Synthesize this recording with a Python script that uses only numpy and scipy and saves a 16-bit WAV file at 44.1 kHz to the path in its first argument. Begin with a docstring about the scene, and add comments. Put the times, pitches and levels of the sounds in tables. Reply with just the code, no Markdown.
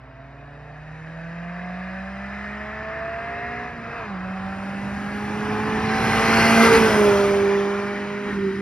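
"""A loud car passes at night

A small four-cylinder car with a loud exhaust speeds up a street, shifts gear, passes close to a phone
and lifts off the throttle. Its firing cylinders make strong tones with weaker ones in between, which
ride on the roar of gas and tyres. Behind it are a low drone and the rumble of the town.
The phone's two microphones hear it all a little apart."""
import sys
import numpy as np
from scipy import signal
from scipy.io import wavfile
from scipy.ndimage import uniform_filter1d

SR = 44100
rng = np.random.default_rng(int(sys.argv[2]) if len(sys.argv) > 2 else 0)


def put_to_file(sound):
    """Save the sound as 16-bit audio at rate SR, in the file named by the first command-line argument."""
    columns = np.atleast_2d(sound).T  # one column per channel
    safe = np.clip(columns, -1, 1)
    whole_steps = np.round(safe * 32767)
    wavfile.write(sys.argv[1], SR, whole_steps.astype(np.int16))


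N = 379701
HOP = 256  # samples from one frame of the spectrum to the next
LIFT_S = 8.325  # the throttle closes

# Firing rate as heard (pull, gear change, pull, drop on passing, lift-off): time_s, pitch_hz
FIRING_RATE = [(0, 129.1), (0.6, 145.8), (1.4, 170.6), (2.4, 203.5), (3.6, 240.1), (3.68, 241),
               (3.84, 227.8), (3.96, 236.8), (4.04, 216.6), (4.17, 182.9), (4.3, 188.7), (5.3, 208.2),
               (6.3, 224.9), (6.55, 227.4), (6.77, 226.4), (6.87, 219.6), (6.95, 210.7), (7.15, 200.6),
               (7.45, 199.3), (8.27, 204), (8.49, 193.1), (8.61, 198.4)]
# The roar's rise and fall, and boosts to its parts: time_s, level_db, bass_db, bark_db, treble_db
ROAR_LEVELS = [(0, -49.5, 3, 9, -4), (0.7, -46.5, -3.5, 8, -0.5), (1.1, -43, -2.5, 3.5, 1),
               (1.75, -37.5, -6, 5, -2), (2.1, -38, -9.5, -1, 0), (2.45, -35.5, -9, -1.5, -1),
               (3.0, -33, -2.5, -3, -6.5), (3.3, -33, -6, -0.5, -4.5), (3.62, -34, -0.5, -1, -2),
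               (3.75, -39, 5, -0.5, -0.5), (4.2, -38, 2.5, 4.5, -3), (4.65, -39, 8.5, 2.5, 5.5),
               (5.15, -37, 9, -3, 5), (5.4, -34, 6, -1, 3.5), (5.65, -32, 8.5, -0.5, 2),
               (5.9, -27.5, 2.5, -9, -1.5), (6.05, -26, 3.5, -4, 3), (6.2, -22, -1, -6.5, 0),
               (6.4, -19.5, -2, -8, 1.5), (6.6, -19.5, -3, -2, 4), (6.9, -22.5, 2, -2.5, 3),
               (7.05, -24.5, 0.5, 2, 3.5), (7.3, -28.5, 2, 1.5, 1.5), (7.7, -30.5, -5.5, -2, -5.5),
               (8.15, -34, 0, -9, -4.5), (8.61, -37, 7, -6.5, 0)]
# Tones that stand out: multiple of the firing rate
STRONG_TONES = (1, 2, 3, 4, 5, 1.75, 2.5, 3.5, 3.75, 4.5)


def exhaust(firing):
    """Firing cylinders make tones; pipe and street favour some pitches over others."""
    # What gets through in four stages of the drive: pitch_hz, gain_db
    first_pull = [(130, 0), (170, 6), (195, 2), (212, -5), (225, -20.5), (240, -7), (265, -8.5),
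                  (285, -10.5), (305, -20.5), (330, -15.5), (380, -30), (420, -12.5), (445, -8.5),
                  (468, -13), (510, -13), (540, -16), (570, -7.5), (615, -15.5), (670, -1.5), (720, -5),
                  (780, -9), (840, -12.5), (900, -20), (1120, -8), (1200, -20)]
    second_pull = [(185, 6), (200, 7), (215, 2.5), (224, -6.5), (228, -1), (340, -19), (385, -14.5),
                   (405, -9), (425, 3), (445, -9.5), (570, -9), (600, -10), (640, -20), (680, -8),
                   (715, -19), (760, 1.5), (800, -4), (850, -2), (900, -17.5), (1000, -18), (1150, -8)]
    pipe_facing_us = [(200, 0.5), (350, -2.5), (400, 8), (450, 2.5), (600, -7.5), (680, -17), (800, -6.5),
                      (900, -21), (1000, -9.5)]
    throttle_closed = [(200, 9.5), (350, 4), (400, 10.5), (600, -30), (800, -27)]
    # Each tone's strength as the car comes, then as it leaves: gain_db
    coming = (0.5, 0, 1, -2.5, -5, -4, -12, -8, -9.5, -12.5)
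    leaving = (0, 0, 0.5, -5.5, -2.5, -12.5, -16, -7, -19, -8)
    # Single tones dip or swell briefly: time_s, multiple, gain_db, half_width_s
    swells = [(0.25, 5, 5.5, 0.26), (0.85, 3, -10, 0.053), (1.7, 4, 2.5, 0.19), (2.45, 4, -6, 0.13),
              (3.4, 1.75, 10, 0.49), (3.2, 2, -5, 0.29), (3.0, 3, 2.5, 0.62), (3.96, 3, 2, 0.055),
              (4.091, 3, -11, .03), (4.0, 1, -5, 0.034), (4.2, 3, -6, 0.037), (6.64, 2, 2, 0.033),
              (6.75, 3, -5, .08), (6.85, 2, 2.5, 0.027), (7.05, 2, 2.5, .05), (0.3, 2, 4.5, 0.35),
              (0.3, 4.5, 9, .3), (6.0, 3.5, 4.5, 0.21), (6.3, 3.75, -9, .3), (6.9, 3, 1, 0.046),
              (7.15, 3, 8, 0.33), (7.5, 2, 3.5, 0.18), (3.71, 1, -10, 0.027), (3.78, 1, 12.5, .05),
              (3.86, 1, 12.5, 0.048), (3.95, 2, 9, .08), (3.75, 3, -4.5, 0.044), (4.12, 4, 1, 0.035),
              (6.62, 1, 5, 0.066), (6.735, 1, -24, 0.018), (6.83, 1, 3, 0.037), (6.89, 1, -6, 0.033),
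              (7.01, 1, 2, 0.042), (6.74, 2, 6.5, 0.039), (6.81, 2, -3, .02), (6.93, 2, -9, 0.043),
              (6.61, 3, 10, 0.026), (7.45, 3, -3.5, 0.095), (8.0, 2, -7.5, 0.34), (8.33, 2, -16, 0.012),
              (8.45, 2, 3, 0.06), (8.55, 1, -6, 0.041), (8.58, 2, -7, 0.054)]
    shift, turn, lift = (4.07, .036), (6.62, .06), (LIFT_S, .022)  # time_s, fade_s
    stages = ((second_pull, shift), (pipe_facing_us, turn), (throttle_closed, lift))
    t = np.arange(0, N, HOP) / SR
    hz = np.interp(t, *np.transpose(FIRING_RATE))
    roar_db = np.interp(t, *np.transpose(ROAR_LEVELS)[:2])
    levels = []
    for k, coming_db, leaving_db in zip(STRONG_TONES, coming, leaving):
        tone_db = coming_db + step(t, *turn) * (leaving_db - coming_db)
        pipe_db = at_pitch(first_pull, k * hz)
        for response, change in stages:
            pipe_db += step(t, *change) * (at_pitch(response, k * hz) - pipe_db)
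        swell_db = sum(bump(t, at, db, width) for at, multiple, db, width in swells if multiple == k)
        levels.append(roar_db + tone_db + pipe_db + swell_db)
    return tones(firing, STRONG_TONES, t, levels)


def weak_tones(firing, count=48):
    """Tones at the remaining quarters of the firing rate fade in and out as street echoes shift."""
    # The cylinders differ: gain_db for whole, quarter, half and three-quarter multiples
    uneven = (3, 0.5, -3, -4.5)
    waver_db = 2.8 * wander(4, (count + 1, N // HOP + 2))
    start = 2 * np.pi * rng.random(count + 1)
    frame_starts = HOP * np.arange(waver_db.shape[1])
    out = np.zeros(N)
    for k in range(1, count + 1):
        if k / 4 not in STRONG_TONES:
            gain = np.interp(np.arange(N), frame_starts, undb(waver_db[k] + uneven[k % 4]))
            out += gain * np.sin(k / 4 * firing + start[k])
    return undb(-24) * out


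def roar(firing):
    """Gas and tyre noise puffs with each firing and shares one changing colour with the weak tones."""
    # Brief surges: time_s, gain_db, half_width_s
    surges = [(3.97, 4, 0.13), (6.649, 3.5, 0.033), (6.75, 3.5, 0.031), (8.31, 3.5, 0.061)]
    pass_s, speed_m_s, close_m, distant_m = 6.97, 21.6, 16.3, 67
    hz, t, noise = spectrum(rng.standard_normal(N) * (1 + .1 * np.cos(firing)))
    level_db = np.interp(t, *np.transpose(ROAR_LEVELS)[:2])
    level_db += sum(bump(t, *surge) for surge in surges)
    position_m = speed_m_s * (t - pass_s)
    near = np.clip((distant_m - abs(position_m)) / (distant_m - close_m), 0, 1)
    # Weak tones grow with the revs, dip alongside us, and from afar carry best near 1700 Hz.
    revs_db = .0579 * (np.interp(t, *np.transpose(FIRING_RATE)) - 202.5)
    alongside_db = bump(position_m, at=2.6, db=-5, width=5.2)
    carry_db = np.outer(bump(hz, at=1700, db=3, width=600), 1 - near)
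    weak = spectrum(weak_tones(firing))[2] * undb(revs_db + alongside_db + carry_db - 3.5)
    colour_db = roar_colour(hz, t, near) + street_colour(hz, t, near)
    return to_samples((noise + weak) * undb(colour_db + level_db + 14.5))


def roar_colour(hz, t, near):
    """The roar's mix of low and high, in dB, changes as the car comes near."""
    # The roar down the street, then close by: pitch_hz, gain_db
    far_colour = [(40, -11), (150, -1), (480, -12), (680, -6.5), (880, -8.5), (1200, -5), (1480, -7.5),
                  (1800, -3.5), (2250, -9.5), (2550, -11.5), (3300, -26), (3850, -25.5), (5300, -32.5),
                  (8000, -35.5), (15500, -72)]
    near_colour = [(40, -13), (75, 2), (130, -2), (300, -2.5), (520, -6), (900, -1), (1500, -4),
                   (2700, -10.5), (3500, -19), (5300, -21.5), (8000, -26.5), (11000, -33.5), (15500, -47.5)]
    # One band swells for a while: time_s, half_width_s, pitch_hz, half_width_hz, gain_db
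    rasps = [(0.3, 0.46, 1740, 199, 1), (3.5, .3, 1870, 250, 3.5), (4.4, 0.35, 1370, 200, 7),
             (5.55, 0.38, 950.3, 150.4, 5), (7.93, 0.063, 2000, 400, 5.5), (8.4, 0.32, 1040, 300, 0.5)]
    # A thin hiss climbs as the car nears: time_s, pitch_hz, gain_db
    hiss = [(5.6, 3950, 0), (5.9, 4080, 7), (6.3, 4280, 8), (6.55, 4400, 7), (6.65, 4400, 0)]
    times, _, *boosts = np.transpose(ROAR_LEVELS)
    bass_db, bark_db, treble_db = (np.interp(t, times, boost) for boost in boosts)
    colour = np.outer(at_pitch(far_colour, hz), 1 - near) + np.outer(at_pitch(near_colour, hz), near)
    colour += np.outer(1 / (1 + (hz / 350) ** 2), bass_db) + np.outer(hz / 8000, treble_db)
    colour += bump(hz[:, None], at=680, db=bark_db, width=220)  # the bark of the gas
    for at, width_s, pitch_hz, width_hz, db in rasps:
        colour += np.outer(bump(hz, pitch_hz, .87, width_hz), bump(t, at, db, width_s))
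    times, hiss_hz, hiss_db = np.transpose(hiss)
    return colour + bump(hz[:, None], np.interp(t, times, hiss_hz), np.interp(t, times, hiss_db), 100)


def pipe_thump(pitch_hz=75, peak_db=-29, ring_s=.14):
    """The pipe gives one soft, low ring as the throttle closes."""
    age = np.maximum(np.arange(N) / SR - LIFT_S, 0)
    return undb(peak_db - 60 * age / ring_s) * np.sin(2 * np.pi * pitch_hz * age)


def street_colour(hz, t, near):
    """The street and its many small echoes put peaks and dips, in dB, into the roar."""
    # A hollow colour that fades as the car nears: pitch_hz, half_width_hz, gain_db
    hollow = [(825, 83, -3), (1740, 52, 3.5), (2310, 70, -5), (2500, 100, 3), (3410, 150, -0.5),
              (3920, 150, 3.5), (4700, 82, 4.5), (5190, 220, 4)]
    hollow_db = np.outer(sum(bump(hz, at, db, width) for at, width, db in hollow), 1 - near)
    bands = wander(7, (32, len(t)))  # neighbouring pitches swell and sink together
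    band_index = np.interp(np.log(hz + 1), np.log([60, 16000]), [0, 31]).round().astype(int)
    echo_ripple = uniform_filter1d(wander(1.2, hollow_db.shape), size=2, axis=0)
    return hollow_db + .8 * bands[band_index] + 1.7 * echo_ripple / echo_ripple.std()


def drone():
    """A low hum and its octave, perhaps another engine further off."""
    # The hum's path: time_s, pitch_hz, level_db, octave_level_db
    hum = [(0, 57.1, -47.5, -54), (1.0, 60.5, -50, -51), (1.3, 62.36, -49, -60), (2, 65.3, -44, -50.5),
           (2.73, 68.7, -43, -50), (3.4, 70.3, -48.5, -51), (3.85, 71.4, -47.5, -60), (4.1, 61, -53, -76),
           (4.6, 63.5, -53, -56), (5.3, 66.2, -57, -48), (5.8, 67, -57, -51), (6.2, 69, -70, -70)]
    times, hz, *levels = np.transpose(hum)
    return tones(running_phase(times, hz), (1, 2), times, levels)


def town(level_db=-50.5):
    """Far traffic makes a dull rumble that swells slowly."""
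    # The rumble's colour: pitch_hz, gain_db
    colour = [(30, -7.5), (60, -1.5), (120, -4.5), (300, -32), (650, -20), (1700, -23), (4000, -43),
              (9000, -73.5)]
    hz, t, noise = spectrum(rng.standard_normal(N))
    swell_db = 2.1 * wander(.57, (1, len(t)))
    rumble = to_samples(noise * undb(at_pitch(colour, hz)[:, None] + swell_db))
    return undb(level_db) * rumble / rumble.std()


def microphones(x):
    """Two microphones hear slightly different timing and level, and each its own scattered sound."""
    # How far the left one is ahead: pitch_hz, lead_radians
    left_lead = [(0, 0), (950, .5), (1550, .3), (3790, 1.3), (4310, 1.4), (5000, .1), (7060, 2.9),
                 (8180, 3.4), (10300, 6.1), (11600, 6.4), (13500, 9.3), (15500, 10)]
    # How much louder the left one is: pitch_hz, gain_db
    left_louder = [(60, -.5), (200, -2), (380, -3.5), (700, -2.2), (1290, .8), (2380, 0), (5000, -1),
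                   (9000, 0)]
    # Strength of the scattered sound: pitch_hz, gain_db
    scatter = [(60, -24), (300, -16), (1400, -11.5), (3100, -6), (5000, -2), (7500, -16), (11000, -4),
               (15000, -2)]
    hz, _, spec = spectrum(x)
    side = np.array([.5, -.5])[:, None, None]
    lead = np.interp(hz, *np.transpose(left_lead))[:, None]
    direct = undb(side * at_pitch(left_louder, hz)[:, None]) * np.exp(1j * side * lead)
    drift = uniform_filter1d(rng.standard_normal((2, 2) + spec.shape), size=5, axis=3) * np.sqrt(5 / 2)
    scattered = undb(at_pitch(scatter, hz))[:, None] * (drift[0] + 1j * drift[1])
    return to_samples(spec * (direct + scattered))


def tones(phase, multiples, times, levels):
    """Sine waves that flutter, more so when higher and once the throttle closes."""
    starts = 2 * np.pi * rng.random(len(levels))
    flutters = wander(30, (len(levels), N // HOP + 2))
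    t = np.arange(N) / SR
    out = np.zeros(N)
    for k, db, start, flutter in zip(multiples, levels, starts, flutters):
        depth = .045 * k + .15 * (t > LIFT_S)
        wobble = depth * np.interp(t, np.arange(len(flutter)) * HOP / SR, flutter)
        gain = np.sqrt(2) * undb(np.interp(t, times, db))
        out += gain * (1 + wobble) * np.sin(k * phase + start + wobble)
    return out


def running_phase(times, hz):
    """Adds up a pitch curve into an angle in radians."""
    return 2 * np.pi * np.cumsum(np.interp(np.arange(N) / SR, times, hz)) / SR


def undb(db):
    """Turns decibels into a gain."""
    return 10 ** (np.asarray(db) / 20)


def at_pitch(table, hz):
    """Reads a (pitch_hz, value) table with octaves evenly spaced."""
    at, value = np.transpose(table)
    return np.interp(np.log(hz + 1), np.log(at + 1), value)


def wander(rate_hz, shape):
    """Rows of smooth random drift, one value a frame, about 1 in size."""
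    span = max(int(SR / HOP / rate_hz), 1)
    rows = uniform_filter1d(uniform_filter1d(rng.standard_normal(shape), span, axis=1), span, axis=1)
    return rows / rows.std()


def bump(x, at, db, width):
    """A bell-shaped rise or dip in dB."""
    return db * np.exp(-((x - at) / width) ** 2)


def step(t, at, fade):
    """A smooth change from 0 to 1."""
    return .5 + .5 * np.tanh((t - at) / fade)


def spectrum(x):
    """Splits sound into short frames: gives pitches, times and the spectrum."""
    return signal.stft(x, SR, nperseg=4 * HOP, noverlap=3 * HOP, boundary="even", padded=True)


def to_samples(spec):
    """Joins frames back into sound and fades the very end."""
    x = signal.istft(spec, SR, nperseg=4 * HOP, noverlap=3 * HOP)[1][..., :N]
    return x * np.minimum((N - np.arange(N)) / 64, 1)


def scene():
    """Car, drone and town as the two microphones hear them."""
    firing = running_phase(*np.transpose(FIRING_RATE))
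    car = exhaust(firing) + roar(firing) + pipe_thump()
    return microphones(car + drone() + town())


def record(dry):
    """The phone drops the deepest bass, rounds the loudest peaks and cuts the highest treble."""
    bass_cut = signal.butter(3, 48, "high", fs=SR, output="sos")
    treble_cut = signal.ellip(12, .2, 90, 15750, fs=SR, output="sos")
    return signal.sosfilt(treble_cut, np.tanh(signal.sosfilt(bass_cut, dry)))


dry = scene()
out = record(dry)
put_to_file(out)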